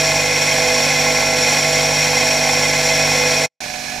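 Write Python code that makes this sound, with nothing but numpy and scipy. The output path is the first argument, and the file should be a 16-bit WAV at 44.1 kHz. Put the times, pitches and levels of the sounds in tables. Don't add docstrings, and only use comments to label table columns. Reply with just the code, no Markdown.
import sys
import numpy as np
from scipy import signal
from scipy.fft import rfft, irfft
from scipy.io import wavfile
from scipy.ndimage import uniform_filter1d, minimum_filter1d

SR = 44100
rng = np.random.default_rng(int(sys.argv[2]) if len(sys.argv) > 2 else 0)


def dump(signal):
    limited = np.clip(np.atleast_2d(signal).T, -1, 1)
    pcm = np.round(limited * 32767).astype(np.int16)
    wavfile.write(sys.argv[1], SR, pcm)


N = 176400
SHAFT_HZ, MAINS_HZ = 49.72, 50.0


def bearings(turns, balls=8, cage_ratio=.381, load_focus=2.7, ball_spread_db=1.15, scrape_db=-3.5):
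    samples_per_turn = int(SR / SHAFT_HZ)
    rolling = 0
    for ball in range(balls):
        track = signal.resample(rng.standard_normal(samples_per_turn), samples_per_turn * balls)
        bumps = track[(turns % 1 * len(track)).astype(int)]
        load = np.exp(load_focus * (np.cos(2 * np.pi * (cage_ratio * turns + ball / balls)) - 1))
        rolling = rolling + undb(ball_spread_db * rng.standard_normal()) * load * bumps
    scrape = undb(scrape_db) * rng.standard_normal(N)
    throb_db = .5 * np.cos(2 * np.pi * turns) + .3 * np.cos(2 * np.pi * 2 * turns)
    flutter_db = .59 * drift(14)
    return unit((unit(rolling) + scrape) * undb(throb_db + flutter_db))


def rotor_knocks(turns, scatter_db=2.4, decay_turns=.2):
    strength = undb(scatter_db * rng.standard_normal(N // 100))[turns.astype(int)]
    decay = np.exp(-(turns % 1) / decay_turns)
    return unit(strength * decay * rng.standard_normal(N))


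def rattle(turns, dull_above_hz=1300):
    knock_gain = .71 / (1 + (bins() / dull_above_hz) ** 2 / 2)
    bearing_gain = np.sqrt(1 - knock_gain ** 2)
    return irfft(rfft(rotor_knocks(turns)) * knock_gain + rfft(bearings(turns)) * bearing_gain, N)


def housing(shaking, colour, resonances):
    ring_db = sum(boost_db / (1 + 2 * ((bins() - hz) / width_hz) ** 2) ** 2
                  for hz, width_hz, boost_db in resonances)
    cepstrum = irfft(np.log(undb(curve(colour) + ring_db)), N)
    cepstrum[1:N // 2] *= 2
    cepstrum[N // 2 + 1:] = 0
    return irfft(rfft(shaking) * np.exp(rfft(cepstrum)), N) * np.sqrt(SR / 2)


def panels(sound, ripple_db=1.67, spacing_hz=50, full_above_hz=4500):
    size = int(spacing_hz * N / SR)
    ripple = unit(smooth(rng.standard_normal(N // 2 + 1), size))
    treble = np.minimum(bins() / full_above_hz, 1) ** 2
    return irfft(rfft(sound) * undb(ripple_db * ripple * treble), N)


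def shaft_hum(t, turns):
    # multiple, level_db
    tones = [(1, -42), (2, -41.5), (3, -32), (4, -53.5), (6, -43.5), (7, -43), (8, -54.5), (10, -38.5),
             (11, -41), (12, -39.5)]
    # time_s, level_db
    swell = [(0, -45), (.7, -32.5), (1.9, -37.5), (2.55, -33.5), (3.45, -35)]
    steady = sum(tone(multiple * turns, db) for multiple, db in tones)
    return steady + tone(5 * turns, np.interp(t, *np.transpose(swell)))


def mains_hum(t):
    # multiple, level_db
    tones = [(9, -40), (10, -28), (11, -42), (12, -43.5)]
    return sum(tone(multiple * MAINS_HZ * t, db) for multiple, db in tones)


def whine(t):
    # pitch_hz, level_db
    tones = [(132.7, -50), (266, -51.5), (283, -45.5), (482.7, -40.5), (532.4, -47.5), (1366.3, -40.5),
             (1515.5, -39.5), (2476, -32), (2510.5, -36.5), (3464, -40)]
    return sum(tone(hz * t, db) for hz, db in tones)


def beating_pair(t, upper_hz=649.5, beat_hz=1.76, peak_s=1.775, upper_db=-30, lower_db=-32):
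    upper_angle = 2 * np.pi * upper_hz * t
    lower_angle = upper_angle - 2 * np.pi * beat_hz * (t - peak_s)
    return np.sqrt(2) * (undb(upper_db) * np.cos(upper_angle) + undb(lower_db) * np.cos(lower_angle))


def machine_near(t, turns, shaking, room_noise):
    # pitch_hz, level_db
    colour = [(30, -75), (80, -72.5), (140, -62), (200, -65), (400, -65), (520, -60), (950, -58.5),
              (1250, -69), (1550, -60.5), (2000, -57), (2600, -58), (2850, -63), (4500, -58.5),
              (5100, -61.5), (6500, -61.5), (8600, -71), (12000, -75.5), (15500, -86)]
    # pitch_hz, width_hz, boost_db
    resonances = [(261, 40, 3.5), (529, 72, 6.5), (659.4, 18, 10), (753, 62, 8.5), (834, 92, 9.5),
                  (1079, 99, 10), (1707, 81, 8), (2070, 70, 13.5), (2218, 101, 9.5), (2483, 190, 10),
                  (3200, 76, 7), (3480, 74, 5), (4105, 150, 4.5), (5607, 510, 14), (7170, 210, 12.5),
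                  (7970, 220, 5), (9380, 290, 3.5), (10870, 470, 4.5), (12850, 400, 4)]
    # pitch_hz, level_db
    room_levels = [(50, -23.5), (500, -12), (2400, -21), (4500, -25.5), (6200, -10), (8000, -27.5),
                   (12000, -42)]
    # pitch_hz, left_minus_right_db
    balance = [(50, 0), (160, 1.2), (230, -5.3), (550, -5), (660, -3.5), (830, -7.3), (1130, -4.5),
               (1350, -.5), (1650, -2.5), (2100, -1.7), (2480, -3.7), (3700, -.3), (5600, .3), (6200, 2),
               (7600, 0)]
    ringing = undb(.5) * housing(shaking, colour, resonances)
    hum = shaft_hum(t, turns) + mains_hum(t) + whine(t) + beating_pair(t)
    return workshop(ringing + hum, housing(room_noise, colour, resonances), room_levels, balance)


def machine_far(t, shaking, room_noise):
    # pitch_hz, level_db
    colour = [(30, -68.5), (100, -69), (280, -70.5), (430, -73), (620, -64), (1000, -70), (1270, -76.5),
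              (1550, -71.5), (2400, -65.5), (3000, -71), (4800, -68.5), (6800, -69.5), (7700, -76.5),
              (12000, -83.5), (15500, -95)]
    # pitch_hz, width_hz, boost_db
    resonances = [(735.5, 24, 13.5), (780, 90, 5), (1704, 97, 12.5), (2080, 70, 3.5), (2275, 100, 8.5),
                  (2510, 100, 7), (4100, 160, 8.5), (5650, 450, 5)]
    # pitch_hz, level_db
    tones = [(150.7, -48), (199.2, -49), (247.6, -45), (597.5, -47), (732.1, -42), (1513, -47.5),
             (1728, -51), (2476, -42), (2514, -46)]
    # pitch_hz, level_db
    room_levels = [(60, -19), (600, -15), (3000, -13), (7000, -5), (15000, -3)]
    # pitch_hz, left_minus_right_db
    balance = [(60, -4), (110, 7), (200, -10), (380, -7), (700, -14), (1290, -18), (2380, -9), (4400, -9),
               (8120, -3), (15000, -3)]
    ringing = undb(.3) * housing(shaking, colour, resonances)
    hum = sum(tone(hz * t, db) for hz, db in tones)
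    return workshop(ringing + hum, housing(room_noise, colour, resonances), room_levels, balance)


def workshop(direct, room, room_levels, balance):
    sides = np.array([[1], [-1]])
    lean = undb(sides * curve(balance) / 2)
    room_spectrum = sides * rfft(room) * undb(curve(room_levels))
    return irfft(rfft(direct) * lean / lean.mean(axis=0) + room_spectrum, N)


def tone(cycles, level_db, waver_db=1.5, waver_rad=.22):
    angle = 2 * np.pi * (cycles + rng.random()) + waver_rad * drift(4.73)
    return np.sqrt(2) * undb(level_db + waver_db * drift(6.05)) * np.sin(angle)


def drift(rate_hz):
    size = int(SR / rate_hz)
    steps = np.repeat(rng.standard_normal(N // size + 1), size)
    return unit(smooth(steps, size)[:N])


def smooth(x, size):
    return uniform_filter1d(uniform_filter1d(x, size), size)


def curve(points):
    hz, db = np.array(points, float).T
    return np.interp(np.log(bins() + 1), np.log(hz), db)


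def bins():
    return np.arange(N // 2 + 1) * SR / N


def undb(db):
    return 10 ** (np.asarray(db) / 20)


def unit(x):
    return x / np.sqrt(np.mean(x ** 2))


def scene(speed_wander=.0004, far_start_s=3.604, far_rise_s=.0018):
    # time_s, level_db
    fade = [(3.455, 0), (3.464, -17), (3.47, -21), (3.48, -40), (3.492, -68), (3.6, -82)]
    t = np.arange(N) / SR
    turns = np.cumsum(SHAFT_HZ * (1 + speed_wander * drift(3))) / SR
    shaking, room_noise = panels(np.array([rattle(turns), rng.standard_normal(N)]))
    near = machine_near(t, turns, shaking, room_noise) * undb(np.interp(t, *np.transpose(fade)))
    far = machine_far(t, shaking, room_noise)
    far_share = np.clip((t - far_start_s) / far_rise_s, 0, 1)
    return near * (1 - far_share) + far * far_share


def record(dry, peak_limit=.64, limit_s=.004, top_hz=15600):
    size = int(limit_s * SR)
    gain = np.minimum(1, peak_limit / (np.abs(dry).max(axis=0) + 1e-9))
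    limited = dry * uniform_filter1d(minimum_filter1d(gain, size), size)
    return signal.sosfilt(signal.ellip(10, .1, 80, top_hz, fs=SR, output="sos"), limited)


dry = scene()
out = record(dry)
dump(out)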